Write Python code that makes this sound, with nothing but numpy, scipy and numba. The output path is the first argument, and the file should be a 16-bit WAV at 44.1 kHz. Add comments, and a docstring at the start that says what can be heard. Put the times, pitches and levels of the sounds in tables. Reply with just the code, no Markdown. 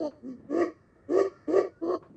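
"""A big mastiff barks five times in a yard, with one soft closed-mouth wuff after the first bark.
Uneven puffs from its vocal folds and rasping air make its throat ring while the jaw opens and shuts;
the first and last barks are quieter, with a hollower ring and a faint far echo. A wall slaps each
bark back, dry brush scatters it and the yard adds a faint tail. Behind the dog are a low rumble,
a few dull bumps, a faint ringing and a thin far whistle."""
import sys
import numpy as np
from scipy import signal
from scipy.fft import rfft, irfft
from scipy.io import wavfile
from numba import njit

SR = 44100
rng = np.random.default_rng(int(sys.argv[2]) if len(sys.argv) > 2 else 0)


def store_pcm(level_fs):
    """Save levels as 16-bit WAV."""
    pcm = np.round(np.clip(level_fs, -1, 1) * 32767).astype(np.int16)
    wavfile.write(sys.argv[1], SR, np.atleast_2d(pcm).T)


N = 95388


def undb(db):
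    """Turn decibels into a number to multiply by."""
    return 10 ** (np.asarray(db) / 20)


def unit(x):
    """Scale a sound to an average (rms) strength of 1."""
    return x / np.sqrt(np.mean(x ** 2) + 1e-20)


@njit
def bandpass(x, hz, width):
    """Keep the sound near a centre frequency that may move; the centre passes at full strength."""
    y, band_state, low_state = np.empty(len(x)), 0., 0.
    for i in range(len(x)):
        tuning, damping = np.tan(np.pi * hz[i] / SR), width / hz[i]
        band = (band_state + tuning * (x[i] + 1e-18 - low_state)) / (1 + tuning * (tuning + damping))
        band_state = 2 * band - band_state
        low_state += 2 * tuning * band
        y[i] = damping * band
    return y


def resonate(x, hz, width):
    """Make a sound ring near hz: two band-passes in a row give steep sides."""
    hz = np.minimum(hz * np.ones(len(x)), SR * .45)
    return bandpass(bandpass(x, hz, float(width)), hz, float(width))


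def keep_side(x, side, hz, order=2):
    """Keep the "low" or "high" side of hz; a higher order cuts more sharply."""
    return signal.sosfilt(signal.butter(order, hz, side, fs=SR, output="sos"), x)


def wander(rate):
    """A random curve, roughly 1 in size, that turns about rate times a second."""
    return np.interp(np.arange(N) / SR * rate, np.arange(4096), rng.standard_normal(4096))


# How the outdoor noise is shared from bass to treble: f/Hz, relative level/dB
AIR_SPECTRUM = [(25, -17.5), (60, -5.5), (95, 1), (200, -5.5), (400, -6), (800, -22.5), (1200, -22.5),
                (1800, -37.5), (3000, -44.5), (9000, -44.5)]


def open_air():
    """Quiet open air over a low rumble, wavering a little in loudness."""
    hz, db = np.array(AIR_SPECTRUM).T
    freqs = np.maximum(np.fft.rfftfreq(N, 1 / SR), 1)
    gains = undb(np.interp(np.log(freqs), np.log(hz), db))
    level_db = -61 + 1.2 * wander(6)
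    return undb(level_db) * unit(irfft(rfft(rng.standard_normal(N)) * gains, N))


# Narrow bands that ring in the air: f/Hz, width/Hz, relative level/dB
RINGING_BANDS = [(1316, 230, 1.5), (1787, 240, 3), (2243, 43, -10)]
# Their loudness together over time: t/s, level/dB
RINGING_LOUDNESS = [(0, -79), (.45, -75), (.8, -74.5), (1.05, -71.5), (1.45, -66.5), (1.8, -83), (2.1, -89)]


def ringing(t):
    """Faint narrow bands of noise hang in the air between the loud barks, then die away."""
    bands = sum(undb(db) * unit(resonate(rng.standard_normal(N), hz, width))
                for hz, width, db in RINGING_BANDS)
    times, level_db = np.array(RINGING_LOUDNESS).T
    return undb(np.interp(t, times, level_db)) * unit(bands)


# Points the whistle glides through: t/s, f/Hz, level/dB
WHISTLE_PATH = [(1.28, 1360, -67), (1.369, 1370, -59), (1.42, 1330, -76), (1.456, 1370, -65),
                (1.5, 1400, -88), (1.7, 1450, -74), (1.74, 1460, -66), (1.78, 1420, -63.5),
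                (1.81, 1590, -66.5)]


def whistle(t):
    """A thin wavering note far away that swells, sinks and comes back."""
    times, hz, db = np.array(WHISTLE_PATH).T
    on_off = np.clip(np.minimum(t - times[0], times[-1] - t) / .0058, 0, 1)
    pitch = np.interp(t, times, hz) * (1 + .005 * wander(200))
    return on_off * undb(np.interp(t, times, db)) * np.sin(2 * np.pi * np.cumsum(pitch) / SR)


# Dull bumps and, near 1100 Hz, faint short far echoes of the first and last barks:
# t/s, level/dB, f/Hz, decay/s
BUMPS_AND_FAR_ECHOES = [(.11, -57, 1100, .022), (.395, -50, 230, .052), (.442, -47, 213, .07),
                        (.955, -61, 430, .08), (2.008, -51, 160, .035), (2.025, -57, 1090, .035),
                        (2.097, -45, 210, .029), (2.142, -47, 220, .04)]


def bumps_and_far_echoes(t):
    """Each bump or far echo is made as a burst of noise that starts sharply and dies quickly."""
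    out = 0
    for start, db, hz, decay in BUMPS_AND_FAR_ECHOES:
        age = np.maximum(t - start, 0)
        loudness = undb(db) * np.minimum(age / .0014, 1) * np.exp(-age / decay)
        out += loudness * unit(resonate(rng.standard_normal(N), hz, width=hz * .68))
    return out


# The yard's tail, band by band: f/Hz, relative level/dB, time to fade by sixty decibels/s
TAIL_BANDS = [(200, -30, 1), (382, -15, 0.23), (750, -31, .5), (1330, -22, .8), (2600, -19, 0.39),
              (4860, -18.5, 0.96), (8160, -5.5, 0.15)]


def yard_tail(x, t):
    """The yard lets each bark linger as a faint wash of sound."""
    response = 0
    for hz, db, fade_s in TAIL_BANDS:
        decay = undb(-60 * t / fade_s) * np.minimum(t / .03, 1)
        band = resonate(rng.standard_normal(N), hz, width=hz * .97)
        response += undb(db) * band * decay / np.linalg.norm(decay)
    return signal.fftconvolve(x, response)[:N]


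def brush(x, t, decay_s=.0031, level_db=-7):
    """Dry brush close by scatters the treble, adding a short smear to the sound."""
    scatter = rng.standard_normal(N) * np.exp(-t / decay_s)
    scatter = keep_side(scatter / np.linalg.norm(scatter), "high", hz=370)
    return x + undb(level_db) * signal.fftconvolve(x, scatter)[:N]


def wall_echo(x, t, delay_s):
    """A wall sends the bark back a moment later and a little duller."""
    return np.interp(t - delay_s, t, keep_side(x, "low", hz=6100), left=0)


def vocal_folds(pitch, rough, jitter=.14, shimmer_db=3):
    """Puffs that turn strong-weak and uneven when rough, and air that rasps once in each pair."""
    cycles = np.cumsum(pitch * np.exp(jitter * rough * wander(300))) / SR
    at = np.flatnonzero(np.diff(np.floor(cycles)))  # one puff per cycle
    strong_weak = 1 + np.minimum(1.3 * rough[at], 1) * (-1) ** np.arange(len(at))
    shimmer = undb(shimmer_db * rough[at] * rng.standard_normal(N)[at])
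    puffs = np.zeros(N)
    puffs[at] = strong_weak * shimmer * np.sqrt(SR / pitch[at])
    rasp = np.exp(-(cycles / 2 % 1) / 1.1) * rng.standard_normal(N)
    return puffs, unit(rasp)


def flutter(rough, rate_hz=84, depth=.75, jitter=.35):
    """Loose throat tissue flaps unevenly and chops a rough voice into gruff bursts."""
    flaps = np.cumsum(rate_hz * np.exp(jitter * wander(rate_hz))) / SR
    return 1 + depth * rough * np.sin(2 * np.pi * flaps)


# Bands that the nose takes out of the voice: f/Hz, width/Hz
NOSE_NOTCHES = [(815, 356), (1500, 170), (3500, 300)]


def muzzle(x, top_hz, hollow):
    """Little sound leaves the muzzle below the pitch, and the nose cuts narrow dips into the voice."""
    x = keep_side(x, "high", hz=.64 * top_hz, order=6)
    hollow_dip = [(2200, 1300)] if hollow else []  # one more, wide dip
    for hz, width in NOSE_NOTCHES + hollow_dip:
        x = x - bandpass(x, np.full(N, float(hz)), float(width))
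    return x


# Where the throat and mouth ring in the middle barks and the wuff:
# f/Hz, width/Hz, relative level/dB, share by which a shut jaw lowers f, lag behind the throat/s
RINGS_FULL_BARK = [(590, 240, 0, .27, 0), (950, 90, -29, .1, .01), (1140, 110, -8, .08, .006),
                   (1320, 110, -28, .1, .01), (1720, 160, -21, .08, .004), (1950, 170, -21, .14, .012),
                   (2290, 170, -26, .14, .026), (2680, 260, -32, .12, 0), (3100, 400, -46, 0, .025),
                   (4600, 1200, -41, 0, .022), (5800, 1700, -42, 0, .008), (7500, 1800, -49, 0, 0)]
# The same for the hollower first and last barks
RINGS_HOLLOW_BARK = [(620, 240, 2, .25, .003), (880, 170, -7, .1, .005), (1075, 140, .5, .07, 0),
                     (1300, 180, -20, .1, .008), (1780, 260, -20, .08, 0), (2560, 200, -35, .05, 0),
                     (3020, 400, -34, 0, .012), (4440, 600, -28, 0, .016), (6100, 1000, -40, 0, .012),
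                     (8000, 1200, -55, 0, 0)]


def bark(t, start, attack, swell, fade, db, swell_db, top_hz, scoop, roughness,
         throat_db, mouth_db, hiss_db, hollow):
    """The voice slides to top_hz and gets rougher and brighter as the jaw opens, then sinks and fades."""
    rise = np.clip((t - start) / swell, 0, 1)
    fall = np.clip((t - start - swell) / fade, 0, 2)
    onset = np.sin(np.pi / 2 * np.clip((t - start) / attack, 0, 1)) ** 2
    force = onset * undb(-swell_db * (1.5 - rise) - 20 * fall ** 2)
    pitch = top_hz * (1 - scoop * np.cos(np.pi / 2 * rise) ** 2) * (1 - .16 * np.minimum(fall, 1))
    jaw_shut = np.interp(t - .004, [start, start + swell, start + swell + fade], [1, 0, .5])
    muffling = 1.18 if hollow else 1  # a hollow bark starts and ends more muffled
    rough = roughness * np.clip(2 * rise, .3, 1)
    puffs, rasp = vocal_folds(pitch, rough)
    puffs *= flutter(rough)

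    def voice(hz):
        """Puffs rule the bass and rasping air the treble."""
        air = rough * hz / 290
        return (puffs + air * rasp) / np.hypot(1, air)

    boom = resonate(force * voice(pitch), pitch, width=230)
    out = keep_side(boom, "low", hz=1.3 * top_hz)
    rings = RINGS_HOLLOW_BARK if hollow else RINGS_FULL_BARK
    for k, (hz, width, ring_db, drop, lag) in enumerate(rings):
        if hz > 2800:
            open_db, shut_db = hiss_db, -10
        elif hz > 900:
            open_db, shut_db = mouth_db, -16
        else:
            open_db, shut_db = throat_db, -9
        push, shut = np.interp(t - lag, t, force), np.interp(t - lag, t, jaw_shut)
        ring = resonate(push * voice(hz), hz * (1 - drop * shut), width)
        gain = undb(ring_db + open_db + shut_db * muffling * shut)
        out -= (-1) ** k * gain * ring  # neighbouring rings take opposite signs
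    chest = undb(-26) * resonate(force * rasp, hz=125, width=140)
    out = muzzle(out, top_hz, hollow) + chest
    return out * undb(db) * np.sqrt(np.sum(force ** 2) / np.sum(out ** 2))


# One call per row; the second is the wuff. Columns: t/s, attack/s, swell/s, fade/s, base level/dB,
# growth over the swell/dB, top pitch/Hz, scoop (share by which the pitch starts lower), roughness (0-1),
# throat/dB, mouth/dB, hiss/dB, echo delay/s, echo/dB, tail/dB, hollow (0 or 1)
DOG_CALLS = [ (-.03, .026, .08, .05, -30, -2, 308, -.13, .24, 2, -28, 1, .11, -27, -5, 1),
             (.206, .05, .075, .085, -31, 7, 268, .17, .26, -32, -19, -9, .09, -17, -1, 0),
             (.47, .055, .135, .07, -19.5, 7.5, 356, .26, .44, -5, .5, -.5, .058, -15, 0, 0),
             (1.072, .036, .122, .036, -17.3, 6.5, 406, .33, .5, -4, -2, 1, .059, -10, 7, 0),
             (1.468, .017, .112, .058, -19.8, 3.5, 402, .29, .48, -.5, -3, .5, .062, -13, -4, 0),
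             (1.803, .03, .134, .04, -28.3, 0, 362, .11, .5, -3, 0, -3.5, .12, -28, -11, 1), ]


def mastiff(t):
    """The dog barks; each call has its own amount of wall echo and yard tail."""
    near, into_yard = 0, 0
    for *shape, echo_s, echo_db, tail_db, hollow in DOG_CALLS:
        call = bark(t, *shape, hollow)
        near += call + undb(echo_db) * wall_echo(call, t, echo_s)
        into_yard += undb(tail_db) * call
    return brush(near, t) + yard_tail(into_yard, t)


def scene():
    """The dog and the quiet sounds behind it, in one channel."""
    t = np.arange(N) / SR
    return (mastiff(t) + bumps_and_far_echoes(t) + whistle(t) + ringing(t) + open_air())[None]


def record(dry, top_hz=9300):
    """Cut away the highest treble with a steep filter."""
    return signal.sosfilt(signal.ellip(8, .2, 70, top_hz, fs=SR, output="sos"), dry)


dry = scene()
out = record(dry)
store_pcm(out)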